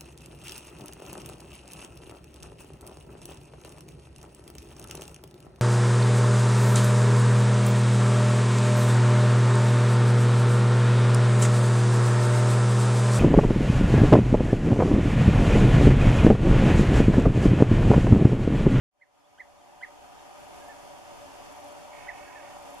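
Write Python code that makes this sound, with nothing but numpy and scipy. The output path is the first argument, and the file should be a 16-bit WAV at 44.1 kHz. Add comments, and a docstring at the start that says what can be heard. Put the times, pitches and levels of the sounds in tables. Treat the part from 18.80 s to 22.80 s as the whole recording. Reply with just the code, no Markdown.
"""A branch outdoors: a bee-eater gives four short, soft pips, and a second bird answers from farther off.
A water frog rattles once, beside a faint songbird and a grasshopper; the whole scene fades in from silence.
The birds are gliding sines, the near one with an octave lifted by a throat resonance.
The frog is a pulsed stack of harmonics; the grasshopper is high noise gated into strokes.
Behind them lie a fine hiss of shaped noise and a hollow drone of noise in narrow resonances."""
import sys
import numpy as np
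from scipy import signal
from scipy.io import wavfile
from scipy.ndimage import uniform_filter1d

SR = 44100
rng = np.random.default_rng(int(sys.argv[2]) if len(sys.argv) > 2 else 0)


def dump_mix(stems):
    """Bounce the given channels to the path in sys.argv[1] as a 16-bit WAV at rate SR."""
    frames = np.atleast_2d(stems).T  # one column per channel
    limited = np.clip(frames, -1, 1)  # hard clip at full scale
    pcm = np.round(limited * 32767).astype(np.int16)
    wavfile.write(sys.argv[1], SR, pcm)


N = 176400
T = np.arange(N) / SR  # time in s
FFT_SIZE, HOP = 4096, 1024  # samples
HZ = np.fft.rfftfreq(FFT_SIZE, 1 / SR)


def amp(db):
    """Decibels to gain."""
    return 10 ** (np.asarray(db) / 20)


def unit(x):
    """Scales to rms 1."""
    return x / np.sqrt(np.mean(x ** 2) + 1e-20)


def smooth(x, size, axis=-1):
    """Moving average over a number of points."""
    return uniform_filter1d(x, size=size, axis=axis)


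def read(points):
    """Reads a table over frequency, joined on a log axis."""
    f, value = np.transpose(points)
    return np.interp(np.log(HZ + 1), np.log(f + 1), value)


def glide_phase(hz):
    """Adds up a moving frequency into phase, in radians."""
    return 2 * np.pi * np.cumsum(hz) / SR


def panned(x, pan_db):
    """Sets the left channel against the right, which keeps its level."""
    return np.array([x * amp(pan_db), x])


def noise(gain, same, lead, patchy_db, flicker_db):
    """Stereo noise of rms 1 with a given spectrum, drifting patches and a shared flicker."""
    frames = N // HOP + 5
    a, b, c, d, patches = rng.standard_normal((5, frames, len(HZ)))
    patches = smooth(patches, 6, axis=0)  # over time
    patches = unit(smooth(patches, 16, axis=1))  # over frequency
    flicker = unit(smooth(rng.standard_normal(frames), 3))[:, None]
    same = np.clip(same, -1, 1)  # left-right likeness: 1 alike, 0 unrelated, -1 opposed
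    right = a + 1j * b
    left = same * right + np.sqrt(1 - same ** 2) * (c + 1j * d)
    spectra = np.array([left * np.exp(1j * lead), right])
    spectra *= gain * amp(patchy_db * patches + flicker_db * flicker)
    sound = signal.istft(spectra.swapaxes(1, 2), nperseg=FFT_SIZE, noverlap=FFT_SIZE - HOP)[1]
    return unit(sound[:, :N])


def air():
    """Soft wide rush and hiss: noise shaped in colour and stereo width."""
    # broad spectrum: f/Hz, relative level/dB per Hz
    colour = [(10, -10), (25, 0), (100, 3.5), (220, 5), (450, 7.5), (650, -1), (1000, 0), (1200, 1),
              (1400, 0.5), (2000, -4), (2800, -3.5), (3600, -6.5), (4600, -9.5), (7000, -9.5), (8500, -14),
              (9300, -11.5), (10000, -15), (13000, -19.5), (14500, -28.5)]
    # stereo width: f/Hz, left-right likeness
    likeness = [(25, 0.99), (70, 0.028), (130, -0.68), (220, -0.84), (500, -0.78), (680, 0.18),
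                (1150, -0.14), (1500, -0.23), (2500, -0.00011), (14000, 0.086)]
    level_db = -49.5
    return amp(level_db) * noise(amp(read(colour)), read(likeness), 0, patchy_db=0.87, flicker_db=0.66)


def drone():
    """Hollow distant ambience: noise ringing in narrow, fixed resonances."""
    # resonances: f/Hz, width/Hz, relative level/dB
    resonances = [(276.2, 7.4, -4.5), (291.3, 24, -11.5), (355.5, 5.4, -10.5), (482, 7.7, -10.5),
                  (586.5, 23.7, 4.5), (662, 44, -9.5), (715, 24.6, 1.5), (752, 27, 0), (800, 56, -2.5),
                  (911, 69, -3.5), (993.3, 30, -4), (1140, 59.6, -12), (1235, 22.4, -7.5)]
    # phase by which the left leads: f/Hz, lead/rad
    left_lead = [(280, -.3), (580, -0.98), (780, -1.02), (1000, -0.87), (1250, -0.3)]
    # slow swell: t/s, change of level/dB
    swell = [(0, -0.2), (1.2, 0.46), (2, -0.1), (2.5, 0.3), (3, 0.5), (4, 1.3)]
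    level_db, likeness = -48, .93
    power = sum(amp(db) ** 2 / (1 + ((HZ - hz) / width) ** 2 * 2) ** 2 for hz, width, db in resonances)
    level = amp(level_db + np.interp(T, *np.transpose(swell)))
    return level * noise(np.sqrt(power), likeness, read(left_lead), patchy_db=1.12, flicker_db=0.1)


def pip(top_s, top_hz, db, pan_db, lead_in_db):
    """A near-pure whistle; its octave shows as it sweeps through the throat resonance."""
    # a swoop up and down, its level dipping briefly just after the top: t/s from the top, pitch/top pitch,
    # level/dB
    shape = [(-.031, .64, -32), (-.019, .75, -14), (-.0125, 0.95, -23), (-.009, .905, -7), (-.004, .97, -8),
             (-.0015, .995, 1), (.001, 0.92, -3.5), (.0045, .96, -3), (.006, .93, -31), (.008, .9, -5.5),
             (.013, .86, -8.5), (.017, .81, -19), (.028, .74, -34)]
    lead_in_s = .012  # points earlier than this before the top take the lead-in level
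    octave_db, throat_db = -29, -5  # octave's floor and the resonance's lift
    throat_hz, throat_width_hz = 2980, 240
    s, ratio, level = np.transpose(shape)
    level = level + lead_in_db * (s < -lead_in_s)
    hz = top_hz * smooth(np.interp(T - top_s, s, ratio), 90)
    envelope = smooth(amp(np.interp(T - top_s, s, level, left=-200, right=-200)), 50)
    phase = glide_phase(hz)
    resonance = 1 / (1 + ((2 * hz - throat_hz) / throat_width_hz) ** 4)
    octave = amp(octave_db) + amp(throat_db) * resonance
    whistle = np.sin(phase) + octave * np.sin(2 * phase)
    return panned(amp(db) * envelope * whistle, pan_db)


def near_bird():
    """The bee-eater's pips, each a whistled arch of its own pitch and level."""
    # pips: t/s at the top of the arch, top f/Hz, level/dB, left minus right/dB, rising lead-in's change/dB
    pips = [(.2235, 2175, -22, -4, -7), (0.6067, 2125, -22, -4, -1.5), (1.0365, 2128, -22, -4, -1),
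            (3.293, 2100, -26.5, -6, -3)]
    return sum(pip(*row) for row in pips)


def twitter(middle_s, length_s, first_hz, last_hz, db):
    """A faint gliding whistle: a sine under a rounded swell."""
    u = np.clip((T - middle_s) / length_s + .5, 0, 1)  # 0 to 1 through the note
    phase = glide_phase(first_hz + (last_hz - first_hz) * u)
    return amp(db) * np.sin(np.pi * u) ** 2 * np.sin(phase)


def songbird():
    """A distant songbird: a handful of short glides, most of them falling."""
    # notes: middle t/s, length/s, first f/Hz, last f/Hz, level/dB
    notes = [(.41, .045, 5500, 4700, -59), (0.453, .05, 3100, 3740, -54.5), (0.793, .03, 3750, 3650, -58),
             (.82, .05, 3350, 2930, -60), (1.395, .035, 3850, 3570, -56)]
    return sum(twitter(*row) for row in notes)


def grasshopper():
    """Leg strokes as quick, high scrapes of noise that grow through each bout."""
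    # bouts: first stroke t/s, last stroke t/s, level of the last/dB
    bouts = [(1.606, 1.89, -59.5), (2.725, 2.925, -58), (3.746, 3.985, -59)]
    # scrape spectrum: f/Hz, relative level/dB per Hz
    colour = [(10, -60), (5000, -35), (7500, 4), (9000, -2), (11000, 2), (13000, -8), (14500, -12)]
    gap_s, width_s, growth_db_per_s = .04, 0.0042, 14
    strokes = np.zeros(N)
    for first, last, db in bouts:
        for s in np.arange(first, last + gap_s / 2, gap_s):
            level = amp(db - growth_db_per_s * (last - s))
            strokes += level * np.exp(-((T - s) / width_s) ** 2 / 2)
    return strokes * noise(amp(read(colour)), same=.2, lead=0, patchy_db=1, flicker_db=2.5)


def answer(top_s, top_hz, db):
    """A slower, lower sine arch that trails off downwards."""
    bend_s, sag = 0.039, .21  # sag: greatest share by which the pitch drops
    rise_s, fall_s, pan_db = 0.011, 0.025, -8.5
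    t = T - top_s
    hz = top_hz * (1 - sag * t ** 2 / (t ** 2 + bend_s ** 2))
    envelope = (1 + (t / np.where(t < 0, rise_s, fall_s)) ** 2 / 2) ** -2
    return panned(amp(db) * envelope * np.sin(glide_phase(hz)), pan_db)


def far_bird():
    """The second bird's answers, in pairs of soft arches."""
    # notes: t/s at the top of the arch, top f/Hz, level/dB
    notes = [(1.821, 1660, -51), (1.901, 1780, -44), (3.482, 1674, -49.5), (3.563, 1782, -43)]
    return sum(answer(*row) for row in notes)


def frog():
    """A slowing train of buzzy, uneven pulses, each rising in pitch, coloured by the vocal sacs."""
    # the rattle: t/s, pulse rate/Hz, level/dB, centre of the voice f/Hz, share of its full width
    croak = [(3.112, 64, -54, 2120, .35), (3.13, 58, -43.5, 2143, 0.44), (3.24, 48, -45.5, 2200, 0.78),
             (3.38, 42, -47.5, 2190, 1), (3.6, 40, -48, 2180, 1), (3.69, 36, -49.5, 1920, 0.81),
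             (3.77, 38, -53, 1750, 0.52)]
    pitch_hz, sweep, jitter = 369, .11, .011  # sweep and jitter are shares of the pitch
    open_share, full_width_hz = .84, 560  # share of each cycle that sounds
    uneven_db, pan_db = 0.3, -9.5
    s, rate, db, centre, spread = np.transpose(croak)
    cycle = np.cumsum(np.interp(T, s, rate) * (T > s[0])) / SR % 1
    u = np.minimum(cycle / open_share, 1)  # 0 to 1 through each pulse
    wobble = unit(smooth(rng.standard_normal(N), 150))
    hz = pitch_hz * (1 + sweep * (u - .5) + jitter * wobble)
    phase = glide_phase(hz)
    voice_hz = np.interp(T, s, centre)
    width_hz = full_width_hz * np.interp(T, s, spread)
    uneven = amp(uneven_db * unit(smooth(rng.standard_normal((10, N)), 900)))
    buzz = np.zeros(N)
    for k in range(3, 10):  # harmonics, their phases scattered by k squared
        resonance = 1 / (1 + ((k * hz - voice_hz) / width_hz) ** 4)
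        buzz += uneven[k] * np.cos(k * phase + k * k) * resonance
    pulses = np.sqrt(abs(np.sin(np.pi * u)) / 2)
    level = amp(np.interp(T, s, db, left=-200, right=-200))
    return panned(buzz * pulses * level, pan_db)


def outdoors(x):
    """Adds one faint echo and a short scatter from the foliage, as decaying noise."""
    echo_s, echo_db, tail_t60_s, tail_db = 0.03, -29.5, 0.17, -13.5
    t = T[:SR // 2]
    tail = rng.standard_normal((2, len(t))) * amp(-60 * t / tail_t60_s) * (t > .003)
    response = amp(tail_db) * tail / np.linalg.norm(tail[0])
    response[:, round(echo_s * SR)] += amp(echo_db)
    return x + signal.fftconvolve(x, response, axes=1)[:, :N]


def scene():
    """Birds and frog among foliage, with grasshopper, hiss and drone added dry."""
    voices = near_bird() + songbird() + far_bird() + frog()
    return outdoors(voices) + grasshopper() + air() + drone()


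def record(dry):
    """Two narrow notches in the microphone's response, a linear fade-in, then the band limit."""
    # microphone notches: f/Hz, half width/Hz
    notches = [(3930, 165), (7870, 92)]
    fade_start_s, fade_end_s, edge_hz = 0.11, 1.946, 14500
    for hz, half_width in notches:
        dry = signal.lfilter(*signal.iirnotch(hz, hz / (2 * half_width), SR), dry)
    faded = dry * np.clip((T - fade_start_s) / (fade_end_s - fade_start_s), 0, 1)
    low_pass = signal.firwin(511, edge_hz, window=("kaiser", 9), fs=SR)
    return signal.oaconvolve(faded, low_pass[None], "same")


dry = scene()
out = record(dry)
dump_mix(out)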